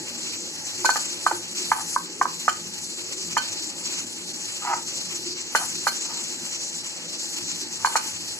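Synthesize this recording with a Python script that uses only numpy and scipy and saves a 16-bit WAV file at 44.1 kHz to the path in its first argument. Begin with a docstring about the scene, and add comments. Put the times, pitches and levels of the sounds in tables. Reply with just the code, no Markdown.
"""Sausages laid out on a ceramic plate

A steady sizzle of tiny random bursts hisses over a low rumble and a hum that swells now and then.
The plate tips and knocks on the hard top (struck damped modes), then its foot chatters (tiny contacts).
Skins rustle and rub (filtered grains); once the foot slides (stick-slip clicks into resonances).
A small tiled room echoes the plate; two closely spaced microphones hear it all."""
import sys
import numpy as np
from scipy import signal
from scipy.fft import rfft, irfft, next_fast_len
from scipy.io import wavfile
from scipy.ndimage import uniform_filter1d, minimum_filter1d

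SR = 44100
rng = np.random.default_rng(int(sys.argv[2]) if len(sys.argv) > 2 else 0)


def transcribe(signal):
    """Save signal, clipped to [-1, 1], as a 16-bit WAV file at the path in sys.argv[1]."""
    frames = np.atleast_2d(signal).T
    limited = np.clip(frames, -1, 1)
    pcm = np.round(limited * 32767).astype(np.int16)
    wavfile.write(sys.argv[1], SR, pcm)


N = 369999
SIZE = next_fast_len(N)
TIME = np.arange(N) / SR
FREQS = np.maximum(np.fft.rfftfreq(SIZE, 1 / SR), 1)

# plate knocks: t/s, body modes 1 to 4 (four columns)/dB, clack/dB, rebound delay/s, rebound/dB, chatter/dB;
# levels relative, before the trims in knocks() and chatter()
KNOCKS = [(0.8453, -14, -17, -18, -32, -33, .002, -1.5, -16.5),
          (0.8905, -4.5, -8.5, -9, -12.5, -14.5, .003, -27, -18.5),
          (0.9582, -17, -36, -16, -27, -21, .0058, -8.5, -25),
          (1.264, -12.5, -11.5, -4.5, -13, -23, .0011, -3.5, -25.5),
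          (1.3118, -15, -31, -18, -28, -34, 0.002, 2, -32),
          (1.716, -7.5, -2, -8, -20, -12.5, .0014, -2, -28),
          (1.9614, -21, -6, -12, -22.5, -26, 0.0019, -20, -54),
          (2.2122, -9, -6.5, -12.5, -21, -15.5, .0027, 0.5, -28.5),
          (2.2541, -40, -7, -11.5, -25, -31, 0.0023, -17, -46),
          (2.48, -13.5, -38, -5.5, -16.5, -17, .0032, -29, -23),
          (3.3671, -13, -11.5, -14.5, -28, -17.5, 0.00328, -2.5, -20),
          (5.55, -11.5, -36, -6.5, -19.5, -17.5, .002, 0.5, -17),
          (5.8683, -12, -18, -9, -15.5, -17.5, 0.002, -8, -20),
          (7.846, -8.5, -5, -11, -14, -15.5, 0.024, -8, -20),
          (7.9552, -10, -15.5, -9.5, -25, -19, 0.0021, -10, -18)]


def from_db(db):
    """Decibels to gain."""
    return 10 ** (np.asarray(db) / 20)


def rms_one(x):
    """Scale to unit rms."""
    return x / np.sqrt(np.mean(x ** 2) + 1e-20)


def in_time(rows):
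    """Columns of a curve at every sample."""
    s, *columns = np.transpose(rows)
    return [np.interp(TIME, s, c) for c in columns]


def in_frequency(rows):
    """Columns of a spectrum at every bin, interpolated over log frequency."""
    hz, *columns = np.transpose(rows)
    return [np.interp(np.log(FREQS), np.log(hz), c) for c in columns]


def drift(rate):
    """Random curve of unit rms through `rate` new values per second."""
    return rms_one(np.interp(TIME * rate, np.arange(N), rng.standard_normal(N)))


def swell(s, length_s):
    """Gaussian rise and fall about a moment."""
    return np.exp(-2 * ((TIME - s) / length_s) ** 2)


def ring(clicks, hz, t60):
    """Two-pole resonator: a unit click starts a decaying sine of height about 1."""
    radius = from_db(-60 / (t60 * SR))
    angle = 2 * np.pi * hz / SR
    return signal.lfilter([0, np.sin(angle)], [1, -2 * radius * np.cos(angle), radius ** 2], clicks + 1e-18)


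def band(x, low_hz, high_hz, order=2):
    """Causal band-pass."""
    sos = signal.butter(order, [low_hz, min(high_hz, .45 * SR)], "band", fs=SR, output="sos")
    return signal.sosfilt(sos, x)


def add(out, sound, s):
    """Mix a short sound in at a time."""
    i = int(s * SR)
    out[..., i:i + sound.shape[-1]] += sound[..., :N - i]


def grains(per_s, spread_db):
    """Random clicks of either sign and uneven size, at unit rms."""
    sizes = from_db(spread_db * np.minimum(rng.exponential(1, N), 5))
    present = rng.random(N) < per_s / SR
    return rms_one(present * sizes * rng.choice([-1, 1], N))


def in_stereo(source, colour):
    """Coloured source in stereo: a shared part with left leading in phase, a diffuse part per side."""
    # stereo image by band: f/Hz, coherence, left minus right/dB, left phase lead/rad
    pair = [(100, .94, .5, 0), (350, .9, .3, .05), (700, .7, -1.5, .1), (1400, .3, -3.5, .5),
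            (2200, .35, -3, 2.1), (2750, .85, -.3, 3.0), (3100, .98, 0, 3.12), (3300, .999, 0, 3.14),
            (3720, .999, 0, 3.14), (3850, .95, 0, 3.2), (4100, .15, -.5, 3.5), (5700, .2, 1, 6.1),
            (6100, .4, 1, 6.2), (6300, .94, 1.2, 6.28), (6800, .94, 2.8, 6.28), (7800, .78, 7.5, 6.28),
            (9500, .6, 9.5, 6.28), (15000, .5, 9, 6.28)]
    alike, balance_db, lead_rad = in_frequency(pair)
    alike = np.clip(alike, 0, 1)
    sides = np.array([[.5], [-.5]])
    direct = np.sqrt(alike) * rfft(source, SIZE) * np.exp(1j * lead_rad * sides)
    diffuse = np.sqrt(1 - alike) * rfft(rng.standard_normal((2, N)), SIZE)
    spectrum = (direct + diffuse) * colour * from_db(balance_db * sides)
    return rms_one(irfft(spectrum, SIZE)[:, :N])


def patchy(x, patchy_db, low_hz, high_hz, turns_per_s):
    """Seven neighbouring bands each swell and fade a little by themselves."""
    log_hz, centres = np.log2(FREQS), np.log2(np.geomspace(low_hz, high_hz, num=7))
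    spectrum = rfft(x, SIZE)
    out = 0
    for one in np.eye(len(centres)):
        share = np.interp(log_hz, centres, one)
        out = out + irfft(spectrum * share, SIZE)[:, :N] * from_db(patchy_db * drift(rate=turns_per_s))
    return out


def sizzle(flutter_db):
    """Thousands of tiny bursts a second, coming in slow waves and quick uneven flurries; treble flickers."""
    # main band before trim: t/s, level/dB
    main_level = [(0.0, -33), (0.02, -38), (0.35, -31), (0.54, -37.5), (0.98, -31), (1.54, -36),
                  (1.585, -27.5), (1.63, -27.5), (1.68, -34.5), (1.74, -34), (1.87, -32.5), (2.17, -39),
                  (2.48, -33), (2.76, -37.5), (3.46, -30.5), (3.74, -36), (3.92, -32), (4.18, -38),
                  (4.62, -33.5), (5.54, -35), (5.56, -32), (5.68, -33), (5.73, -33), (6.45, -34.5),
                  (6.56, -30), (6.61, -34.5), (7.03, -35.5), (7.22, -32), (7.28, -36), (7.5, -31.5),
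                  (7.56, -35), (7.92, -33.5), (8.39, -34)]
    # top octave before trim: t/s, level/dB
    top_level = [(0.0, -53), (0.82, -51.5), (0.86, -40), (1.1, -50.5), (1.38, -41.5), (1.45, -56.5),
                 (1.73, -41), (1.98, -41.5), (2.1, -65), (2.19, -50.5), (5.23, -51.5), (5.49, -62),
                 (5.56, -35.5), (5.82, -53.5), (5.89, -35.5), (5.98, -53.5), (7.83, -51), (7.87, -39.5),
                 (8.2, -52), (8.39, -48)]
    # relative spectral density, mostly below 8 kHz: f/Hz, density/dB
    main_colour = [(400, -62), (1000, -13.5), (1800, -15.5), (2700, -4.5), (3700, -6), (4300, -1.5),
                   (5100, -2), (6200, -0.84), (7200, -0.5), (8000, -1.5), (8350, -34), (10000, -32.5)]
    # relative spectral density of the top: f/Hz, density/dB
    top_colour = [(7000, -8.5), (8300, -1.5), (9300, 4.5), (10700, 3.5), (11800, -5), (14000, -9),
                  (15800, -44)]
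    # faint steady resonances: f/Hz, width/Hz, gain added to unity/dB
    whistles = [(4300, 20, 1), (5900, 16, 3)]
    main_trim_db, top_trim_db = 1.37, 1.5

    flurry_db = flutter_db * drift(rate=70) + 0.93 * drift(rate=9.9)
    bursts = grains(per_s=9000, spread_db=1.0)
    colour = from_db(in_frequency(main_colour)[0])
    for hz, width_hz, db in whistles:
        colour = colour * (1 + from_db(db) / (1 + (2 * (FREQS - hz) / width_hz) ** 2))
    hiss = from_db(in_time(main_level)[0] + main_trim_db) * in_stereo(bursts, colour)
    top = in_stereo(bursts, from_db(in_frequency(top_colour)[0]))
    top = from_db(in_time(top_level)[0] + top_trim_db) * top
    both = from_db(flurry_db) * (hiss + top)
    return patchy(both, patchy_db=1.8, low_hz=3000, high_hz=12000, turns_per_s=26)


def rumble():
    """Low background of the room: coloured noise, uneven from band to band."""
    # relative spectral density: f/Hz, density/dB
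    rumble_colour = [(25, -46), (50, -29), (70, -24.5), (100, -3), (140, -11.5), (172, 2.5), (205, -6.5),
                     (240, 2.5), (265, -4.5), (295, 0.5), (360, 3), (430, -9.5), (490, -4.5), (730, -14),
                     (860, -3), (1000, -26), (1900, -10.5), (3000, -40)]
    noise = in_stereo(rng.standard_normal(N), from_db(in_frequency(rumble_colour)[0]))
    return patchy(from_db(-44.5) * noise, patchy_db=2.4, low_hz=90, high_hz=900, turns_per_s=9)


def rustle(s, length_s, db, hz):
    """Fingertips slip on a sausage skin in a short, grainy whisper: grains through one resonance."""
    skin = band(grains(per_s=3100, spread_db=8.0), low_hz=1800, high_hz=6000)
    return from_db(db) * swell(s, length_s) * rms_one(ring(skin, hz, t60=0.0052))


def hum(hz, t60):
    """A hollow, wavering low resonance fed by noise, swelling now and then."""
    # swells: t/s, length/s, level/dB
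    hums = [(0.84, 0.08, -39), (1.33, 0.11, -38), (1.597, 0.085, -39.5), (3.256, 0.11, -48),
            (4.76, 0.12, -42.5), (5.16, 0.081, -43), (5.3, 0.1, -41), (7.621, 0.035, -37)]
    strength = sum(from_db(db) * swell(s, length_s) for s, length_s, db in hums)
    tone = ring(rng.standard_normal(N), hz, t60)
    return strength * rms_one(band(tone, low_hz=290, high_hz=417))


def body(force, modes_db, clack_db):
    """Damped plate: a hollow tock and a short clack; neighbouring modes swing in opposite senses."""
    # body modes of the loaded plate on the top: f/Hz, t60/s
    body_modes = [(870, 0.029), (1030, .019), (1240, 0.021), (1540, 0.052)]
    # short upper modes: f/Hz, level relative to clack_db/dB, t60/s
    clack_modes = [(1685, 1.5, 0.016), (2070, -4.5, .011), (2360, -12, 0.02)]
    modes = [(hz, db, t60) for (hz, t60), db in zip(body_modes, modes_db)]
    modes += [(hz, clack_db + db, t60) for hz, db, t60 in clack_modes]
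    tock = sum((-1) ** k * from_db(db) * ring(force, hz, t60) for k, (hz, db, t60) in enumerate(modes))
    return band(tock, low_hz=570, high_hz=2760)


def knocks(level_db, settle_db, settle_s):
    """The foot lands, rebounds and settles in small contacts; each landing has its own mode levels."""
    out = np.zeros(N)
    age_s = TIME[:SR // 5]
    for s, *modes_db, clack_db, rebound_s, rebound_db, _ in KNOCKS:
        small = (rng.random(len(age_s)) < 3000 / SR) * rng.standard_normal(len(age_s))
        force = from_db(settle_db) * small * np.exp(-age_s / settle_s)
        force[0] += 1
        force[int(abs(rebound_s) * SR)] += from_db(rebound_db)
        add(out, from_db(level_db) * body(force, modes_db, clack_db), s)
    return out


def chatter(delay_s, swell_s, crack_db, ring_db, tock_db):
    """After each knock the foot buzzes: tiny hard contacts ring the ceramic and stir its body modes."""
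    # ring of the ceramic: f/Hz, level before drift and ring_db/dB, t60/s
    ceramic = [(1528, -18.5, 0.084), (2433, -12.5, 0.013), (3060, -17.5, 0.03), (3530, -26, 0.017),
               (4280, -17.5, 0.055), (4410, -16.5, 0.058), (4820, -26, 0.031), (5170, -19.5, 0.035),
               (6040, -19, 0.037), (6340, -20, 0.025), (6770, -17, 0.016), (7125, -10, 0.021),
               (8450, -20.5, 0.018), (9950, -20.5, 0.014)]
    strength = np.zeros(N)
    age = TIME[:SR // 5] / swell_s
    for s, *_, chatter_db in KNOCKS:
        add(strength, from_db(chatter_db) * age * np.exp(1 - age), s + delay_s)
    contacts = strength * np.array([grains(per_s=3500, spread_db=4.0) for side in range(2)])
    # drift: each place of contact favours other modes
    rings = sum(from_db(db + 2.5 * drift(rate=8)) * ring(contacts, hz, t60) for hz, db, t60 in ceramic)
    tocks = body(contacts.mean(axis=0), modes_db=[2, 0, -3, -13], clack_db=4)
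    cracks = band(contacts, low_hz=3930, high_hz=6600)
    return from_db(tock_db) * tocks + from_db(ring_db) * rings + from_db(crack_db) * cracks


def rub(s, length_s, db):
    """A sausage is nudged softly across the glaze: grains stir the plate's body modes."""
    stirred = body(grains(per_s=540, spread_db=0.0), modes_db=[0.5, -1.5, -2, -15], clack_db=-11)
    return from_db(db) * swell(s, length_s) * rms_one(stirred)


def slide(slips_per_s, unevenness, shift_db, grit_db):
    """The foot sticks and slips in a short groan that builds, catches and stops; grit scrapes briefly."""
    # resonances of the sliding foot: f/Hz, level before drift and levelling/dB, t60/s
    foot_modes = [(846, 3, 0.06), (940, 4, 0.047), (1260, 5.5, 0.032), (1510, -17, 0.047),
                  (1940, -10, 0.023), (2550, -13, 0.013)]
    # foot catches and jerks free: t/s, length/s, rise above the slide/dB
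    catches = [(4.653, 0.016, 5.5), (4.678, 0.014, 5.5), (4.703, 0.0099, 3.5), (4.715, 0.0046, 6.5),
               (4.737, 0.01, 7)]
    peak_s, peak_db, rise_db_per_s, fall_db_per_s = 4.728, -24, 145, 281

    turns = np.cumsum(slips_per_s * np.exp(unevenness * drift(rate=460))) / SR
    slips = np.diff(np.floor(turns), prepend=0)  # one click per whole turn
    judder = sum(from_db(db + shift_db * drift(rate=60)) * ring(slips, hz, t60)
                 for hz, db, t60 in foot_modes)
    judder = band(judder, low_hz=820, high_hz=2540, order=3)
    even = judder / np.sqrt(uniform_filter1d(judder ** 2, size=900).clip(1e-9))
    grit = rms_one(band(grains(per_s=350, spread_db=1), low_hz=1280, high_hz=2650, order=3))
    grit = from_db(grit_db) * swell(s=4.703, length_s=0.067) * grit

    from_peak_s = TIME - peak_s
    level_db = peak_db + np.minimum(rise_db_per_s * from_peak_s, -fall_db_per_s * from_peak_s)
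    level_db = level_db + sum(db * swell(s, length_s) for s, length_s, db in catches)
    moving = (from_peak_s > -0.11) & (from_peak_s < 0.07)
    return moving * (from_db(level_db) * even + grit)


def room(x, near_db, near_s):
    """Per port, a bounce off a near surface and one off a wall; a dense tiled-wall tail builds and dies."""
    t60_s, build_s, tail_db = 0.28, 0.017, -16
    wall_s, wall_db = .011, -14
    age_s = TIME[:SR // 2]
    tail = band(rng.standard_normal((2, len(age_s))), low_hz=200, high_hz=6600)
    tail = tail * from_db(-60 * age_s / t60_s) * np.clip(age_s / build_s, 0, 1)
    response = from_db(tail_db) * tail / np.sqrt(np.sum(tail ** 2) / 2)  # mean energy per port
    for side in range(2):
        response[side, int(near_s[side] * SR)] += from_db(near_db[side])
    response[:, int(wall_s * SR)] += from_db(wall_db)
    return x + signal.fftconvolve(x, response, axes=1)[:, :N]


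def scene():
    """The plate close by and echoed by the room; sizzle, rumble and hum behind it."""
    # fingers brushing the skins: t/s, length/s, level/dB, centre f/Hz
    rustles = [(0.345, 0.032, -44, 2400), (3.866, 0.04, -34, 4550)]
    # sausages nudged across the glaze: t/s, length/s, level/dB
    rubs = [(1.788, 0.046, -31.5), (3.87, 0.31, -54), (5.618, 0.041, -32), (6.136, 0.11, -43.5),
            (7.91, 0.12, -36.5)]
    right_lag_s = 0.0001

    background = sizzle(flutter_db=1.5) + rumble() + hum(hz=355.0, t60=0.15)
    plate = sum(rustle(*row) for row in rustles)
    plate = plate + knocks(level_db=1.0, settle_db=-21.5, settle_s=0.013)
    plate = plate + sum(rub(*row) for row in rubs)
    plate = plate + slide(slips_per_s=170, unevenness=0.41, shift_db=4.5, grit_db=-38.5)
    plate = np.array([plate, np.interp(TIME - right_lag_s, TIME, plate)])
    plate = plate * from_db([[-.7], [.5]])
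    plate = plate + chatter(delay_s=0.0029, swell_s=0.0073, crack_db=-5.0, ring_db=-13.5, tock_db=-37)
    plate = band(plate, low_hz=222, high_hz=16400)  # a small plate radiates little bass
    return room(plate, near_db=[-16, -8], near_s=[.0029, .0041]) + background


def held_excess_db(x, threshold_db, release_db_per_s):
    """Louder port's excess over a threshold: instant rise, linear fall in dB."""
    over_db = np.maximum(20 * np.log10(np.abs(x).max(axis=0) + 1e-9) - threshold_db, 0)
    return np.maximum.accumulate(over_db + release_db_per_s * TIME) - release_db_per_s * TIME


def gain_control(x, threshold_db, share, attack_s, release_db_per_s):
    """Above the threshold the gain sinks by a share of the excess, smoothed, then comes back."""
    held_db = held_excess_db(x, threshold_db, release_db_per_s)
    keep = np.exp(-1 / (attack_s * SR))
    return x * from_db(-share * signal.lfilter([1 - keep], [1, -keep], held_db))


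def limiter(x, ceiling_db, release_db_per_s):
    """The gain ducks just ahead of each peak over the ceiling and recovers quickly."""
    held_db = held_excess_db(x, ceiling_db, release_db_per_s)
    return x * from_db(uniform_filter1d(minimum_filter1d(-held_db, size=61), size=61))


def record(dry):
    """The gain gives way to loud sounds, peaks are limited and the top is cut."""
    levelled = gain_control(dry, threshold_db=-8.5, share=0.51, attack_s=0.01, release_db_per_s=99)
    limited = limiter(levelled, ceiling_db=-3.0, release_db_per_s=900)
    low_pass = signal.ellip(10, .2, 80, 15500, fs=SR, output="sos")  # order, ripple/dB, stop/dB, cutoff/Hz
    return signal.sosfilt(low_pass, limited)


dry = scene()
out = record(dry)
transcribe(out)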